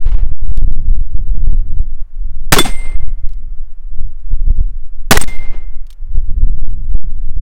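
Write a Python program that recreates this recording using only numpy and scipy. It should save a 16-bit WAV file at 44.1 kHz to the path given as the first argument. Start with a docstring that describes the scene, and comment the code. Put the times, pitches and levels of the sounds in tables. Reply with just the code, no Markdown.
"""Revolver at a steel plate, windy desert range

Two black-powder shots at a hanging plate, after one fired just before the scene opens; the hammer clicks in between.
Each blast is a burst of noise that scatters off the ground and the berm, then rolls back from the hills.
The plate is a set of beating modes, which clang, ring and swing; a faint hiss is the open country.
Wind and muzzle gas push the microphone into overload, which chops every other sound while it lasts."""
import sys
import numpy as np
from scipy import signal
from scipy.fft import rfft, irfft
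from scipy.io import wavfile

SR = 44100
rng = np.random.default_rng(int(sys.argv[2]) if len(sys.argv) > 2 else 0)


def store_pcm(level_fs):
    """Save levels as 16-bit WAV."""
    pcm = np.round(np.clip(level_fs, -1, 1) * 32767).astype(np.int16)
    wavfile.write(sys.argv[1], SR, np.atleast_2d(pcm).T)


N = 326781
TIME = np.arange(N) / SR  # s


def undb(db):
    """Decibels to gain."""
    return 10 ** (np.asarray(db) / 20)


def curve(rows, at, axis=1):
    """One column of a table, joined by straight lines."""
    rows = np.array(rows, float)
    return np.interp(at, rows[:, 0], rows[:, axis])


def fade(age, t60):
    """Sudden start and exponential decay, 60 dB in t60 seconds."""
    return (age >= 0) * np.exp(-np.log(1000) * np.maximum(age, 0) / t60)


def bell(age, spread_s):
    """Gaussian swell around age zero."""
    return np.exp(-.5 * (age / spread_s) ** 2)


def noise(colour, grain_db=0):
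    """Random impulses of uneven size, coloured by a spectrum; rms 1."""
    hz, db = np.transpose(colour)
    impulses = rng.standard_normal(N) * undb(grain_db * rng.standard_normal(N))
    log_hz = np.log(np.fft.rfftfreq(N, 1 / SR) + 1e-9)
    gain = undb(np.interp(log_hz, np.log(hz), db))
    x = irfft(rfft(impulses) * gain, N)
    return x / x.std()


def pushes(rows):
    """Slow one-sided pressure swings with rounded flanks."""
    total = 0
    for s, length, size, flank in rows:
        rise = np.tanh((TIME - s) / flank)
        fall = np.tanh((TIME - s - length) / flank)
        total = total + size / 2 * (rise - fall)
    return total


# Shots on the range, the first just before the scene opens.
# Each row: time in seconds, relative level of blast and scatter in dB, relative level of the hill echo in dB.
SHOTS = [(-.268, 6, 0.5), (2.522, -0.5, -3.5), (5.109, -1.5, -3)]
# Spectra of the muzzle blast, of its scatter near the ground and of the roll from the distant hills.
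# Each row: frequency in Hz, relative density in dB per Hz.
BLAST_COLOUR = [(40, 5.5), (150, -6.5), (1400, -2.5), (3500, -11), (8000, -14.5), (16000, -20)]
SCATTER_COLOUR = [(40, -7), (150, 5), (400, -4.5), (700, -6.5), (1400, -9.5), (2500, -10.5), (7000, -17),
                  (10000, -23.5), (16000, -33.5)]
HILLS_COLOUR = [(80, 7.5), (250, 7), (700, 1.5), (1500, -4), (2500, -7), (4500, -17), (7000, -26.5),
                (10000, -40), (16000, -54)]
# scatter from the gravel: close by it dies fast, farther off more slowly; the berm returns one broad swell
CLOSE_DB, CLOSE_T60_S, GROUND_DB, GROUND_T60_S = 0.5, 0.063, -1.5, .28
BERM_DB, BERM_DELAY_S, BERM_SPREAD_S = -23.5, 0.14, .026
# the roll from the hills swells, holds and dies away over a faint tail from farther ridges
HILLS_DB, HILLS_ATTACK_S, HILLS_HOLD_S, HILLS_T60_S = -39, .19, 0.25, 0.47
RIDGES_DB, RIDGES_T60_S = -16, 4.8  # dB relative to the roll


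def near_scatter(age):
    """Strength of the dense echo: two decays from the gravel and a swell from the berm."""
    close = undb(CLOSE_DB) * fade(age, CLOSE_T60_S)
    ground = undb(GROUND_DB) * fade(age, GROUND_T60_S)
    berm = undb(BERM_DB) * bell(age - BERM_DELAY_S, BERM_SPREAD_S)
    return close + ground + berm


def hill_roll(age):
    """Strength of the far echo: many long paths make it swell, hold and trail off."""
    attack = np.clip(age / HILLS_ATTACK_S, 0, 1) ** 2
    release = fade(np.maximum(age - HILLS_ATTACK_S - HILLS_HOLD_S, 0), HILLS_T60_S)
    ridges = undb(RIDGES_DB) * fade(age, RIDGES_T60_S)
    return attack * (release + ridges)


def revolver(blast_db=13, blast_t60=0.068, grain_db=5, absorbed_hz=2800, treble_t60=1.2, treble_gain=10.0):
    """The blast, its dense scatter from gravel and berm, and the long roll from the hills."""
    blast = noise(BLAST_COLOUR)
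    scatter = noise(SCATTER_COLOUR, grain_db)
    hills = noise(HILLS_COLOUR, grain_db)
    # slopes and bushes send back uneven patches of echo
    patches_db = 1.5 * noise([(5, 1), (40, 0.5), (120, -37.5), (500, -94)])
    hills = hills * undb(patches_db)
    dull = signal.sosfiltfilt(signal.butter(2, absorbed_hz, fs=SR, output="sos"), hills)
    treble = treble_gain * (hills - dull)
    out = 0
    for s, db, hills_db in SHOTS:
        age = TIME - s
        near = undb(blast_db) * fade(age, blast_t60) * blast + near_scatter(age) * scatter
        # the longer the path, the more treble the air takes away
        echo = dull + fade(age, treble_t60) * treble
        far = undb(HILLS_DB + hills_db) * hill_roll(age) * echo
        out = out + (age >= 0) * (undb(db) * near + far)
    return out


# Dull slaps of the blast off the ground and berm.
# Each row: time of the middle in seconds, frequency in Hz, Gaussian spread in seconds, level in dB.
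SLAPS = [(2.568, 1102, 0.0033, -4), (2.572, 411.3, 0.0083, -6), (2.607, 321, 0.0022, -3),
         (2.658, 762, 0.0029, -13.5), (2.664, 262, 0.003, -15.5), (5.1168, 216.6, 0.0023, 10.5),
         (5.159, 427, 0.0053, -3), (5.171, 1930, 0.0026, -5.5)]


def slaps():
    """Single broad reflections, each a short sine pulse under a Gaussian swell."""
    out = 0
    for s, hz, spread_s, db in SLAPS:
        age = TIME - s
        out = out + undb(db) * bell(age, spread_s) * np.sin(2 * np.pi * hz * age)
    return out


# Blows on the hanging plate: two bullets, then one jerk against its hanger.
# Each row: time in seconds, splash level in dB, share of the free ring time,
# delay in seconds until the plate swings edge-on, seconds per half swing.
HITS = [(2.5852, 0, 0.92, 0.11, .46), (5.1726, 0.5, 1, 0.73, .81), (5.2138, -19, 0.092, .21, .41)]
# Modes of the plate; the point of contact decides how much each takes up.
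# Each row: frequency in Hz, free ring time (t60) in seconds, beat with its twin in Hz,
# then level in dB for the first bullet, the second bullet and the hanger, before the swing.
PLATE_MODES = [(2097, 0.95, 0.14, -16, -20.5, -27.5), (3486, 0.23, 1.4, -2, -12.5, -30.5),
               (5390, 0.18, 6.3, -23.5, -22, -17.5), (7157, .2, 3.6, -17.5, -19, -23.5),
               (8120, 0.55, 15, -9, -29.5, -3), (11545, .45, 6, -24, -45, -35),
               (13400, 0.057, 7, -17, -25, -41), (13560, 0.091, 5, -21.5, -33.5, -32),
               (14200, .35, 3, -45, -28, -20), ]


def plate(splash_t60=0.05, twin=0.26, edge_on=0.3):
    """Lead splashes on the steel; paired modes beat, and fade whenever the swinging disc turns edge-on."""
    splash = noise([(200, 1), (1400, 3.5), (2500, -5.5), (6000, -11), (13000, -10), (16000, -18.0)])
    out = 0
    for k, (s, splash_db, free, edge_s, swing_s) in enumerate(HITS):
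        age = TIME - s
        facing = np.hypot(np.sin(np.pi * (age - edge_s) / swing_s), edge_on)
        for hz, t60, beat_hz, *hit_dbs in PLATE_MODES:
            mode = np.sin(2 * np.pi * hz * age)
            twin_mode = twin * np.sin(2 * np.pi * (hz + beat_hz) * age)
            pair = (mode + twin_mode) / (1 + twin)
            out = out + undb(hit_dbs[k]) * fade(age, t60 * free) * facing * pair
        out = out + undb(splash_db) * fade(age, splash_t60) * splash
    return out


# Hammer and cylinder clicks of the revolver. Each row: time in seconds, level in dB, t60 in seconds.
CLICKS = [(0.5733, -35, 0.025), (0.7248, -39.5, 0.023), (3.2902, -49, 0.033), (3.334, -50, 0.033),
          (4.2009, -55.5, 0.016), (5.867, -46.5, 0.03), (5.904, -36, 0.033), (5.928, -43, 0.029)]
# Spectrum of the clicks. Each row: frequency in Hz, relative density in dB per Hz.
CLICK_COLOUR = [(800, -23), (2000, -13), (3000, -9), (4500, -8), (6500, -13), (11000, -17.5), (16000, -19)]


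def hammer():
    """Short steel clicks as the hammer is drawn back and the cylinder locks: decaying noise."""
    clicks = sum(undb(db) * fade(TIME - s, t60) for s, db, t60 in CLICKS)
    return noise(CLICK_COLOUR) * clicks


# Muzzle gas shoving the microphone diaphragm.
# Each row: start in seconds, length in seconds, push in full scales before rounding, flank in seconds.
SURGES = [(2.531, 0.041, -1.05, 0.0036), (2.616, 0.04, -1.305, 0.013), (5.121, 0.052, 1.2, .003),
          (5.175, .017, -1.34, 0.0021), (5.192, 0.044, -0.97, 0.0018), (5.236, 0.047, -1.4, 0.008)]
# The heaviest eddies, which hit the microphone square on.
# Each row: start in seconds, length in seconds, push in full scales before rounding.
BUFFETS = [(-.03, .092, -1.7), (.096, .025, -1.7), (.152, .025, 1.7), (.235, .026, 1.88), (.322, .09, 2.3),
           (.52, .052, -2.56), (.585, .034, 2.33), (.632, .012, -2.6), (.727, .033, -2.2),
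           (1.156, .0093, 2.42), (1.355, .02, 2.77), (1.449, .022, -2.6), (1.537, .007, -4.3),
           (1.78, .02, -2.5), (2.955, .049, 1.45), (3.034, .047, -1.55), (3.243, .025, 1.15),
           (4.48, .023, 2.3), (4.591, .015, 2.6), (6.435, .011, -2.2), (6.475, .023, -2.6),
           (6.588, .015, -2.3), (6.916, .033, -1.5), (6.964, .077, 2.1)]
# Wind at the microphone, in three successive stretches. Each row: time in seconds, strength in dB.
WIND = [
    [(0.03, -33.5), (0.05, -28), (0.91, -21), (1.07, -39.5), (1.13, -23), (1.78, -23), (2.13, -54.5),
     (2.2, -31.5), (2.5, -33.5)],
    [(2.8, -36.5), (3.5, -35), (3.8, -58), (4.04, -25), (4.19, -48.5), (4.46, -24.5), (4.76, -32.5),
     (4.8, -49.5), (5.08, -40.5)],
    [(5.4, -38), (5.768, -40), (5.956, -57), (6.088, -34.5), (6.414, -19), (6.9, -26), (6.966, -19.5),
     (6.998, -25.5), (7.38, -32)],
]
# Spectra of the large and of the small eddies. 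Each row: frequency in Hz, relative density in dB per Hz.
HEAVE_COLOUR = [(2, -10), (7, 8.5), (18, -2), (32, -11), (55, -27.5), (120, -66), (1500, -150)]
FLUTTER_COLOUR = [(20, -15.5), (42, -2.5), (70, -5), (120, -17.5), (250, -32.5), (500, -51), (1500, -72),
                  (8000, -125)]
GUST_DB = -21  # wind strength in a full gust
# eddies in a full gust, and the dB that they lose for each dB that the wind drops
HEAVE_DB, HEAVE_LAW = -2.5, .47
FLUTTER_DB, FLUTTER_LAW = -20, 1
BUFFET_FLANK_S = 0.0065


def wind(riding=0.33, smoothing=3):
    """Eddies, buffets and muzzle gas press on the microphone; small eddies grow faster with the wind than large ones."""
    strength_db = curve(np.vstack(WIND), TIME) - GUST_DB
    buffets = pushes([(*row, BUFFET_FLANK_S) for row in BUFFETS])
    shove = pushes(SURGES) + buffets
    eddies = noise(HEAVE_COLOUR)
    heave = undb(HEAVE_DB + HEAVE_LAW * strength_db) * eddies
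    # small eddies come in bursts, riding on the large ones
    bursts = 1 - riding + riding * abs(eddies)
    flutter = undb(FLUTTER_DB + FLUTTER_LAW * strength_db) * noise(FLUTTER_COLOUR) * bursts
    turbulence = heave + flutter + lesser_buffets(undb(strength_db))
    # one strong shove sweeps the other eddies away
    return shove + turbulence / (1 + smoothing * shove ** 2)


def lesser_buffets(force, per_s=6, length_s=.018, push=2.1):
    """Short pushes of either sign, whose chance follows the force of the wind."""
    rows = []
    draws = rng.random(size=(120, 4))
    slot_s = N / SR / len(draws)
    for k, (when, chance, length, side) in enumerate(draws):
        s = (k + when) * slot_s
        gust = min(np.interp(s, TIME, force), 1)
        if chance < per_s * slot_s * gust ** 1.5:
            rows.append((s, length_s * (.5 + length), push * np.sign(side - .5), BUFFET_FLANK_S))
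    return pushes(rows)


# Spectrum of the still desert air. Each row: frequency in Hz, relative density in dB per Hz.
AIR_COLOUR = [(100, -10.5), (400, -3.5), (700, -4.5), (1200, -3.5), (2000, -10), (4000, -23), (8000, -25.5),
              (16000, -28)]


def desert(air_db=-66):
    """The faint hiss of open country: steady coloured noise."""
    return undb(air_db) * noise(AIR_COLOUR)


def scene():
    """Pressure at the microphone."""
    return (revolver() + slaps() + plate() + hammer() + wind() + desert())[None]


def record(dry, rail=1.1, knee=40, coupling_hz=1.0, top_hz=15900):
    """The input stage saturates, its coupling capacitor lets flat tops sag, and the converter clips again."""
    x = dry / (1 + abs(dry / rail) ** knee) ** (1 / knee)
    x = signal.sosfilt(signal.butter(1, coupling_hz, "high", fs=SR, output="sos"), x)
    # short fades at both ends
    ends = np.tanh(np.minimum(TIME, TIME[::-1]) / .02) ** 2
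    x = np.clip(x, -1, 1) * ends
    # nothing much passes above the top frequency
    return signal.sosfilt(signal.ellip(8, .2, 90, top_hz, fs=SR, output="sos"), x)


dry = scene()
out = record(dry)
store_pcm(out)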